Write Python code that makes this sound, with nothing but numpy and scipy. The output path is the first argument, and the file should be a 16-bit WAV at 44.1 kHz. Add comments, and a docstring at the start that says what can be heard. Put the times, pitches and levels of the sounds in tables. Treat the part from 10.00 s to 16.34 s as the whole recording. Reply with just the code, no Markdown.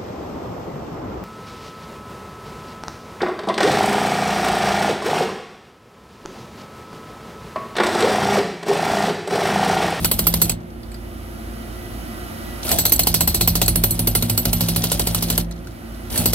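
"""A pneumatic jackhammer chips hardened concrete in a mixer truck's steel drum, heard outside the hatch.
A run of blows is ending: each cracks and rings the chisel, the drum air booms, exhaust air rushes between.
Engine hum, rumble and a background hiss are low while the hammer works and swell slowly in the pauses.
The chisel skids with two short squawks into a long run at about thirteen blows a second; chips tick.
After another pause a third run begins. Impacts are coloured noise bursts; rings and booms decaying modes."""
import sys
import numpy as np
from scipy import signal
from scipy.fft import rfft, irfft, next_fast_len
from scipy.io import wavfile

SR = 44100
rng = np.random.default_rng(int(sys.argv[2]) if len(sys.argv) > 2 else 0)


def file_out(sig):
    """Save sig as 16-bit WAV at sys.argv[1]."""
    # one column per channel
    cols = np.atleast_2d(sig).T
    # limit, then scale
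    lim = np.clip(cols, -1, 1)
    pcm = np.round(lim * 32767).astype(np.int16)
    wavfile.write(sys.argv[1], SR, pcm)


N = 279594
TIME = np.arange(N) / SR
RIGHT_LAG_S = 3 / SR   # sound from the hatch reaches the left side first

# hammer blows: start_s, force_db, sharpness (0 lingering crack, 1 short snap), chisel_ring_db
BLOWS = [(0.0455, 1, 0.85, -16.5), (0.114, 0, 0.87, -16), (0.191, -1.5, 0.89, -16.5), (0.2683, 1, 0.7, -13),
         (0.3391, -0.5, 0.93, -19), (0.4167, 0.5, 0.56, -11.5), (0.4953, -1.5, 0.81, -35),
         (2.7151, 0, 0.82, -24), (2.786, 1, .17, -15), (2.8531, 1.5, 0.52, -13), (2.921, 1, .65, -11.5),
         (2.993, 2, 0.74, -12), (3.0698, 2, 0.51, -15), (3.1414, 1, 0.18, -18.5), (3.207, 2, 0.57, -15),
         (3.2753, 0, .42, -17), (3.3444, -1.5, .1, -22), (3.4096, 1, 0.15, -23), (3.4753, 1, 0.26, -10.5),
         (3.5532, -0.5, 0.25, -23), (3.6155, 3.5, 0.42, -23), (3.68, 0.5, 0.57, -22),
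         (3.757, -2.5, 0.83, -20), (3.8373, 2.5, 0.72, -14.5), (3.908, -9.5, .8, -21.5),
         (3.992, -2.5, 0.81, -25), (4.072, 0.5, 0.76, -18), (4.151, 2, 0.52, -15),
         (4.2239, -1.5, 0.73, -26), (4.2974, -1, 0.66, -22), (4.3765, -0.5, .65, -11.5),
         (4.4534, .5, 0.79, -25), (4.53, -.5, 0.91, -24), (4.6071, -.5, .3, -20), (4.6848, -1, 0.3, -27),
         (4.7606, 0, 0.39, -24), (4.8385, 0.5, 0.46, -36), (4.9165, 1, 0.33, -24), (4.9947, 1, 0.78, -24),
         (5.0704, 0, 0.47, -35), (5.1463, -0.5, 0.89, -28), (5.224, -2, .3, -35), (5.3002, .5, .5, -27),
         (5.3776, 1, 0.83, -26), (6.1762, -4.5, .64, -19.5), (6.2571, 1.5, 0.63, -13), (6.3324, 1, .2, -40)]
# how firmly the tip is bedded: time_s, bedded (0-1)
BEDDING = [(0, 0.17), (2.9, 0.6), (3.3, 0.3), (3.702, 0.52), (3.999, 1), (6.298, 1)]
# how much the concrete crumbles, as the level of its chips: time_s, level_db
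CRUMBLING = [(0, -36), (2.7, -29), (3.7, -43), (4.35, -38), (4.8, -28.5), (6.34, -32)]
# chisel modes: freq_hz, loose_tip_db, bedded_tip_db, t60_s
CHISEL_MODES = [(4270, -3, -6, .2), (6265, -4, -8, .18), (7855, 3, 3, .17), (9695, -14, -.5, .22),
                (10015, -1, -14, .18), (10700, -10, -9, .13), (12010, -6, -2, .19), (12290, -3.5, -10, .18),
                (12800, -9, -11, .15), (14020, -15, -18, .15), (14440, -15, -19, .18),
                (15385, -12, -15, .14)]


def from_db(db):
    """Decibels to gain."""
    return 10 ** (np.asarray(db) / 20)


def to_db(gain):
    """A share of 0-1 to decibels, floored at -60 dB."""
    return 20 * np.log10(np.clip(gain, 1e-3, 1))


def decay(t, t60_s):
    """Exponential decay by 60 dB in t60_s."""
    return np.exp(-np.log(1000) * t / t60_s)


def rms_one(x):
    """Scale to rms 1."""
    return x / np.sqrt(np.mean(np.abs(x) ** 2) + 1e-20)


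def in_time(rows, t=TIME):
    """The columns of a curve, read at times t."""
    s, *columns = np.transpose(rows)
    return [np.interp(t, s, c) for c in columns]


def at_hz(points, hz):
    """A spectrum read on a log-frequency axis."""
    point_hz, values = np.array(points)[:, 0], np.array(points)[:, 1]
    return np.interp(np.log(hz + 1), np.log(point_hz), values)


def add(out, sound, s):
    """Mix a stereo sound in at time s."""
    start = max(round(s * SR), 0)
    part = sound[:, :max(N - start, 0)]
    out[:, start:start + part.shape[1]] += part


def wander(width_hz, size):
    """Slow complex noise scaled to rms 1: the amplitude and phase of an unsteady tone."""
    steps = np.arange(0, size + 32, 32)
    hz = np.fft.fftfreq(len(steps), steps[1] / SR)
    draw = rng.standard_normal(len(hz)) + 1j * rng.standard_normal(len(hz))
    slow = rms_one(np.fft.ifft(draw / (1 + (hz / width_hz) ** 2)))
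    return np.interp(np.arange(size), steps, slow)


def noise(spectrum, size=N, lag_s=RIGHT_LAG_S):
    """Coloured stereo noise of rms 1; a positive lag delays the right side."""
    # left-right likeness: freq_hz, likeness (0-1)
    likeness = [(40, 0.35), (180, 1), (350, 0.33), (1000, 0.5), (3000, 0.77), (5000, 0.56), (9000, 0.11),
                (15000, 0)]
    length = next_fast_len(size)
    hz = np.fft.rfftfreq(length, 1 / SR)
    mid, side = rfft(rng.standard_normal((2, length)))
    alike = np.clip(at_hz(likeness, hz), 0, 1)
    sides = np.sqrt(1 + alike) * mid + np.sqrt(1 - alike) * side * [[1], [-1]]
    sides[1] *= np.exp(-2j * np.pi * hz * lag_s)
    colour = from_db(at_hz(spectrum, hz)) * (hz > 20)
    return rms_one(irfft(sides * colour, length)[:, :size])


def trigger():
    """At every moment: seconds since the last press, seconds of pause so far, run's surge and hiss level."""
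    # trigger held: pressed_s, released_s, first_air_surge_db, low_hiss_db
    runs = np.array([(-.5, .51, -4, -59.5), (2.626, 5.41, 9, -57.5), (6.094, 6.5, 7.5, -65)])
    pressed, released, surge_db, low_hiss_db = runs[np.searchsorted(runs[:, 0], TIME) - 1].T
    return TIME - pressed, np.maximum(TIME - released, 0), surge_db, low_hiss_db


def unsteady_tone(hz, waver, width_hz):
    """A line of rms 1 whose level and phase waver."""
    tone = np.exp(2j * np.pi * (hz * TIME + rng.random()))
    return rms_one((tone * (1 + waver * wander(width_hz, N))).real)


def whistle(hz, width_hz):
    """A narrow band of noise of rms 1, partly alike on the two sides."""
    tone, common = np.exp(2j * np.pi * hz * TIME), wander(width_hz, N)
    return rms_one(np.array([(tone * (common + 3.0 * wander(width_hz, N))).real for _ in range(2)]))


def engine_hum(swell_db, follows=0.12):
    """Wavering engine lines that follow a small share of the swell."""
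    # engine tones: freq_hz, level_db
    engine_tones = [(54, -32.5), (86, -43.5), (112, -44.5), (226, -43), (253, -48), (355, -47), (533, -57),
                    (673, -58)]
    hum = sum(from_db(db) * unsteady_tone(hz, waver=0.51, width_hz=4.6) for hz, db in engine_tones)
    return hum * from_db(follows * (swell_db - swell_db.max()))


def background_hiss(pan_db=1.5):
    """A background hiss, stronger on the right, with faint narrow-band whistles."""
    # hiss spectrum: freq_hz, density_db_per_hz
    hiss_colour = [(300, -4), (1400, 11), (3000, 3), (5000, 2), (7300, -4), (9500, 1), (11700, 4.5),
                   (13500, -1.5), (15800, -3.5)]
    # whistles: freq_hz, width_hz, level_db
    whistles = [(691, 68, -5.5), (1229, 36, -11), (1370, 27, -11.5), (1510, 9.8, -17), (1957, 10, -12),
                (3010, 69, -13.5)]
    hiss = noise(hiss_colour, lag_s=-0.000296) * from_db(pan_db * np.array([[-1], [1]]))
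    return hiss + sum(from_db(db) * whistle(hz, width_hz) for hz, width_hz, db in whistles)


def low_rumble(swell_db, pause_s):
    """Engine rumble swells in the pauses; the drum's own rumble dies away after each run."""
    # rumble spectrum: freq_hz, density_db_per_hz
    rumble_colour = [(15, -52), (25, -22), (36, 1), (58, -8), (173, -11.5), (190, -11), (214, -7.5),
                     (284, -12), (342, -4.5), (385, -18), (678, -17), (922, -24), (2010, -29.5),
                     (7000, -54), (9100, -78), (15400, -120)]
    lowest_engine_db, engine_follows = -43, 0.46
    drum_db, drum_fall_db_per_s = -34, 40
    engine_gain = from_db(lowest_engine_db + engine_follows * swell_db)
    drum_gain = from_db(drum_db - drum_fall_db_per_s * pause_s)
    return np.hypot(engine_gain, drum_gain) * noise(rumble_colour, lag_s=-0.00031)


def background():
    """Hum, rumble and hiss; a swell, low while the hammer works, grows with the log of each pause."""
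    swell_db_per_doubling, first_step_s, smoothing_s = 4.5, 0.09, 0.026
    _, pause_s, _, low_hiss_db = trigger()
    lag = np.exp(-1 / (smoothing_s * SR))
    target_db = swell_db_per_doubling * np.log2(1 + pause_s / first_step_s)
    swell_db = signal.lfilter([1 - lag], [1, -lag], target_db)
    hum = engine_hum(swell_db)
    hiss = from_db(low_hiss_db + swell_db) * background_hiss()
    return (hum + hiss + low_rumble(swell_db, pause_s)) * from_db([[-.7], [.7]])


def exhaust(puff_db=2.0, flutter_db=2.5, flutter_hz=70.0):
    """Spent air surges near each trigger press, then rushes in fluttering puffs between blows until release."""
    # air spectrum: freq_hz, density_db_per_hz
    air_colour = [(30, -9), (60, 27.5), (140, 5.5), (250, 12.5), (400, 5.5), (700, 9.5), (1100, -1.5),
                  (1900, -4.5), (3200, 1), (4400, -1.5), (7000, -7.5), (9000, 2.5), (12000, 4), (15800, -3)]
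    steady_db, valve_open_s, shut_db_per_s = -30.5, .014, 470
    surge_at_s, surge_length_s = 0.088, 0.064
    dust_follows = 0.27   # blown dust adds to the rush, dB per dB of crumbling
    s = np.array(BLOWS)[:, 0]
    stroke = np.interp(TIME, s, np.arange(len(s)))
    held_s, pause_s, surge_db, _ = trigger()
    crumbling_db, = in_time(CRUMBLING)
    surge = surge_db * np.exp(-((held_s - surge_at_s) / surge_length_s) ** 2)
    flow_db = steady_db + surge - shut_db_per_s * pause_s
    dust_db = dust_follows * (crumbling_db - crumbling_db.mean())
    puffs_db = puff_db * np.sin(2 * np.pi * stroke) + flutter_db * wander(flutter_hz, N).real
    valve = np.minimum(held_s / valve_open_s, 1)
    return valve * from_db(flow_db + dust_db + puffs_db) * noise(air_colour)


def chips(scatter_db=3.5, t60_s=0.035, size=3000):
    """Broken bits tick at random about the drum; after each run they thin out and land more softly."""
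    # chip spectrum: freq_hz, density_db_per_hz
    chip_colour = [(300, -9), (1500, -5), (2400, -8), (3300, 5), (4500, 4.5), (6000, 5), (9000, -7),
                   (15800, -27)]
    chips_per_s, settle_s, settled_db, soften_s = 81, .2, -19.5, 0.04
    pause_s = trigger()[1]
    per_s = chips_per_s * np.exp(-pause_s / settle_s)
    db = in_time(CRUMBLING)[0] + settled_db * (1 - np.exp(-pause_s / soften_s))
    out, fade = np.zeros((2, N)), decay(TIME[:size], t60_s)
    for i in np.flatnonzero(rng.random(N) < per_s / SR):
        tick = noise(chip_colour, size=size) * fade
        add(out, tick * from_db(db[i] + scatter_db * rng.standard_normal()), i / SR)
    return out


def skid(rough_hz=70, fade_db=-8.5):
    """The tip slips over the concrete: a rough, fading squawk whose pitch sags midway."""
    # squawks: start_s, length_s, pitch_hz, sag_hz, level_db
    skids = [(2.67, 0.042, 1410, 50, -28), (2.707, 0.084, 825, 151, -18)]
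    out = 0
    for s, length_s, hz, sag_hz, db in skids:
        slip = np.clip((TIME - s) / length_s, 0, 1)
        grip = 4 * slip * (1 - slip)
        tone = np.exp(2j * np.pi * np.cumsum(hz - sag_hz * grip) / SR)
        rough = np.array([0.31 + wander(rough_hz, N) for _ in range(2)])
        out = out + from_db(db + fade_db * slip) * np.sqrt(grip) * (tone * rough).real
    return out


def drum_boom(strokes, levels_db, modes, scatter_db, delay_s):
    """Each stroke puffs into the drum, whose low modes ring on into the next stroke."""
    bedded = in_time(BEDDING, strokes)[0]
    at, out = np.clip(((strokes + delay_s) * SR).astype(int), 0, N - 1), 0
    for hz, loose_db, bedded_db, t60 in modes:
        puffs = np.zeros(N) + 1e-18
        mode_db = loose_db + bedded * (bedded_db - loose_db)
        puffs[at] = from_db(levels_db + mode_db + scatter_db * rng.standard_normal(len(at)))
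        r, w = decay(1 / SR, t60), 2 * np.pi * hz / SR
        rung = signal.lfilter([0, np.sin(w)], [1, -2 * r * np.cos(w), r * r], puffs)
        # a mode takes a few cycles to build up
        build_up = signal.butter(1, [hz * .75, hz / .75], "band", fs=SR, output="sos")
        out = out + signal.sosfilt(build_up, rung)
    return out


def drum_air(s):
    """The drum's air modes boom and its deep modes thud under the blows."""
    # air modes: freq_hz, loose_tip_db, bedded_tip_db, t60_s
    air_modes = [(107.7, -1, 4, 0.42), (169.23, -1, -1, 0.79), (210, 1, -9, 0.34), (234.3, -16, 0, 0.35),
                 (275.5, -12, -14, 0.27), (339, -5.5, -10.5, .2), (374.5, -24, -12, 0.19)]
    # deep modes: freq_hz, loose_tip_db, bedded_tip_db, t60_s
    deep_modes = [(49.75, 3.5, 1, 0.59), (74.9, 5.5, -9, 0.23)]
    # levels in the drum: time_s, boom_db, thud_db
    boom_levels = [(0, -25, -23), (.4, -24.5, -28), (2.7, -30, -29), (3.05, -27.5, -20), (3.35, -22, -18.5),
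                   (4.2, -22, -22), (5.35, -26, -24), (6.3, -22.5, -22)]
    strokes = np.r_[0, s]   # the drum is already ringing at the start
    boom_db, thud_db = in_time(boom_levels, strokes)
    boom = drum_boom(strokes, boom_db, air_modes, scatter_db=1.5, delay_s=0.0012)
    return boom + drum_boom(strokes, thud_db, deep_modes, scatter_db=3.2, delay_s=0.00033)


def drum_burst(spectrum, direct_db, direct_t60, patchy_db, size=12000, rise_s=0.00092):
    """One impact as it leaves the hatch: a short direct burst, then reflections that die band by band."""
    # ring-down of the drum: freq_hz, t60_s
    drum_t60 = [(200, 0.27), (600, 0.065), (1500, 0.07), (4000, 0.17), (9000, 0.081), (15000, 0.096)]
    t, hz = TIME[:size], np.fft.rfftfreq(size, 1 / SR)
    patches = np.c_[np.geomspace(200, 16000, 30), patchy_db * rng.standard_normal(30)]
    source = rfft(noise(spectrum, size=size)) * from_db(at_hz(patches, hz))
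    centres = np.array(drum_t60)[:, 0]
    direct = from_db(direct_db) * decay(t, direct_t60)
    out = 0
    for (_, t60), share in zip(drum_t60, np.eye(len(centres))):
        band = irfft(source * at_hz(np.c_[centres, share], hz), size)
        out = out + band * (decay(t, t60) + direct)
    return out * (1 - np.exp(-t / rise_s)) / (1 + from_db(direct_db))


def impacts(times, levels_db, spectrum, direct_db, direct_t60, fresh, patchy_db):
    """Impacts share the drum's echo pattern in part; the fresh rest is drawn anew for each impact."""
    out, fresh = np.zeros((2, N)), np.clip(fresh, 0, 1)
    pattern = drum_burst(spectrum, direct_db, direct_t60, 0)
    for s, db in zip(times, levels_db):
        own = drum_burst(spectrum, direct_db, direct_t60, patchy_db)
        add(out, from_db(db) * (np.sqrt(1 - fresh) * pattern + np.sqrt(fresh) * own), s)
    return out


def struck(times, levels_db, modes, scatter_db, split_hz, choke_s, alike, size=5000):
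    """Steel modes, each a cluster of beating partials, ring until the tool's weight chokes them."""
    out, t, alike = np.zeros((2, N)), TIME[:size].astype(np.float32), np.clip(alike, 0, 1)
    for s, blow_db, bedded in zip(times, levels_db, in_time(BEDDING, times)[0]):
        for db, (hz, loose_db, bedded_db, t60) in zip(blow_db, modes):
            partial_hz = hz + split_hz * rng.laplace(size=(5, 1))
            turn = (2 * np.pi * partial_hz).astype(np.float32) * t
            common, *own = np.exp(2j * np.pi * rng.random((3, 5)))
            sides = np.sqrt(alike) * common + np.sqrt(1 - alike) * np.array(own)
            sides[1] *= np.exp(-2j * np.pi * hz * RIGHT_LAG_S)
            tone = rms_one(sides.real @ np.cos(turn) - sides.imag @ np.sin(turn))
            level_db = db + loose_db + bedded * (bedded_db - loose_db) + scatter_db * rng.standard_normal()
            add(out, tone * from_db(level_db) * decay(t, t60) * np.exp(-(t / choke_s) ** 2), s)
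    return out


def cracks(s, force_db, sharpness, bedded):
    """Concrete fractures: sharpness splits each blow between lingering crack and snap; bedding muffles it."""
    # crack spectrum: freq_hz, density_db_per_hz
    crack_colour = [(300, -45), (1500, -21), (3000, -12.5), (4300, 1.5), (5300, -3), (7100, -5.5),
                    (8500, 1), (10500, -1.5), (12500, 7), (13500, -7), (15700, -1)]
    level_db = force_db - 1.96 * bedded
    crack = impacts(s, -8.5 + level_db + to_db(1 - sharpness), crack_colour, direct_db=-25.0,
                    direct_t60=0.07, fresh=0.41, patchy_db=4.0)
    snap = impacts(s, -2.5 + level_db + to_db(sharpness), crack_colour, direct_db=21.0,
                   direct_t60=0.027, fresh=1.0, patchy_db=2.5)
    return crack + snap


def crunch_and_shell(s, force_db, bedded):
    """Crushed concrete crunches and tool body and drum shell ring, growing faster than the force."""
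    # crunch spectrum: freq_hz, density_db_per_hz
    crunch_colour = [(100, -31), (250, 7), (500, 3), (800, 4), (1200, -1), (2000, -6), (3200, -0.5),
                     (5000, -14), (9000, -11), (16000, -40)]
    # tool body and drum shell: freq_hz, loose_tip_db, bedded_tip_db, t60_s
    shell_modes = [(476, -2, -4.5, 0.11), (575.6, -8, 1.5, 0.2), (739, -8.5, -4.5, 0.24),
                   (1110, -2, -17, 0.047), (1384, -23, -2, 0.11), (2080, -1, -2, 0.07),
                   (2950, -15, 2.5, 0.1)]
    level_db = 1.7 * force_db - 4 * bedded
    crunch = impacts(s, -14.5 + level_db, crunch_colour, direct_db=7.5, direct_t60=0.025, fresh=0.73,
                     patchy_db=3.0)
    shell_db = np.outer(-31.5 + level_db, np.ones(len(shell_modes)))
    return crunch + struck(s, shell_db, shell_modes, scatter_db=2.0, split_hz=23.2, choke_s=0.15,
                           alike=0.12)


def chisel_ring(s, ring_db, lower_follows=0.39):
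    """The chisel's steel modes ring; low and middle ones follow each blow's ring only in part."""
    # lower chisel modes: time_s, low_db, middle_db
    lower_ring = [(0, -32, -23), (.34, -37, -25), (.42, -21, -18), (2.8, -23, -26), (3.07, -25.5, -17),
                  (3.2, -24, -30), (3.61, -29, -35), (3.68, -27, -14.5), (4.05, -30, -20.5),
                  (4.4, -30, -33), (4.85, -32, -25), (6.3, -24, -26)]
    # low, middle and high anchors of the ring levels: freq_hz
    ring_hz = [7860, 9850, 12100]
    low_db, middle_db = in_time(lower_ring, s) + lower_follows * (ring_db - ring_db.mean())
    mode_hz = np.array(CHISEL_MODES)[:, 0]
    levels_db = [np.interp(mode_hz, ring_hz, blow) for blow in zip(low_db, middle_db, ring_db)]
    return struck(s, levels_db, CHISEL_MODES, scatter_db=3.0, split_hz=36.0, choke_s=0.057, alike=0.63)


def rebounds():
    """The chisel bounces back or touches lightly: a clack and a short, quickly choked ring."""
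    # rebounds and light knocks: start_s, relative_clack_db, relative_ring_db
    knocks = [(0.055, -12, -27), (0.517, -19, -33), (0.831, -32.5, -63), (0.916, -29, -59),
              (0.943, -25.5, -52), (2.691, -12, -29), (2.8644, -20, -21), (2.895, -24, -23),
              (2.9354, -31, -23), (2.9613, -29, -22), (3.034, -31, -23), (3.6606, -27, -26),
              (4.0834, -30, -29), (5.5107, -24.5, -43), (5.6705, -32, -60), (6.1582, -12, -24)]
    # clack spectrum: freq_hz, density_db_per_hz
    knock_colour = [(300, -17), (900, -7), (1400, 8.5), (2300, -1), (3500, 0.5), (4200, 14.5), (5200, 0),
                    (6500, -6), (8000, -1), (10300, 1), (12000, -2), (15700, -4)]
    s, clack_db, ring_db = np.transpose(knocks)
    clack = impacts(s, clack_db - 8.5, knock_colour, direct_db=10.0, direct_t60=0.036, fresh=0.67,
                    patchy_db=9.0)
    levels_db = np.outer(ring_db - 0.5, np.ones(len(CHISEL_MODES)))
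    return clack + struck(s, levels_db, CHISEL_MODES, scatter_db=4.5, split_hz=80.0, choke_s=0.0076,
                          alike=0.31)


def hammer():
    """Blows break the concrete and excite chisel, shell and drum air; each group is panned slightly."""
    s, force_db, sharpness, ring_db = np.transpose(BLOWS)
    bedded, = in_time(BEDDING, s)
    crack = cracks(s, force_db, sharpness, bedded)
    body = crunch_and_shell(s, force_db, bedded)
    ring = chisel_ring(s, ring_db)
    air = drum_air(s)
    tip = crack + ring + rebounds()
    return tip * from_db([[-1.3], [1.3]]) + body * from_db([[.9], [-.9]]) + air * from_db([[-.4], [.4]])


def scene():
    """The hammer, its chips, exhaust and skids over the engine and the hiss."""
    return hammer() + chips() + exhaust() + skid() + background()


def record(dry, top=1.7, low_cut_hz=51.7, high_cut_hz=15750):
    """The deepest bass is dropped, the highest peaks are rounded and the top is cut."""
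    lean = signal.sosfilt(signal.butter(4, low_cut_hz, "high", fs=SR, output="sos"), dry)
    rounded = top * np.tanh(lean / top)
    return signal.sosfiltfilt(signal.ellip(10, .05, 60, high_cut_hz, fs=SR, output="sos"), rounded)


dry = scene()
out = record(dry)
file_out(out)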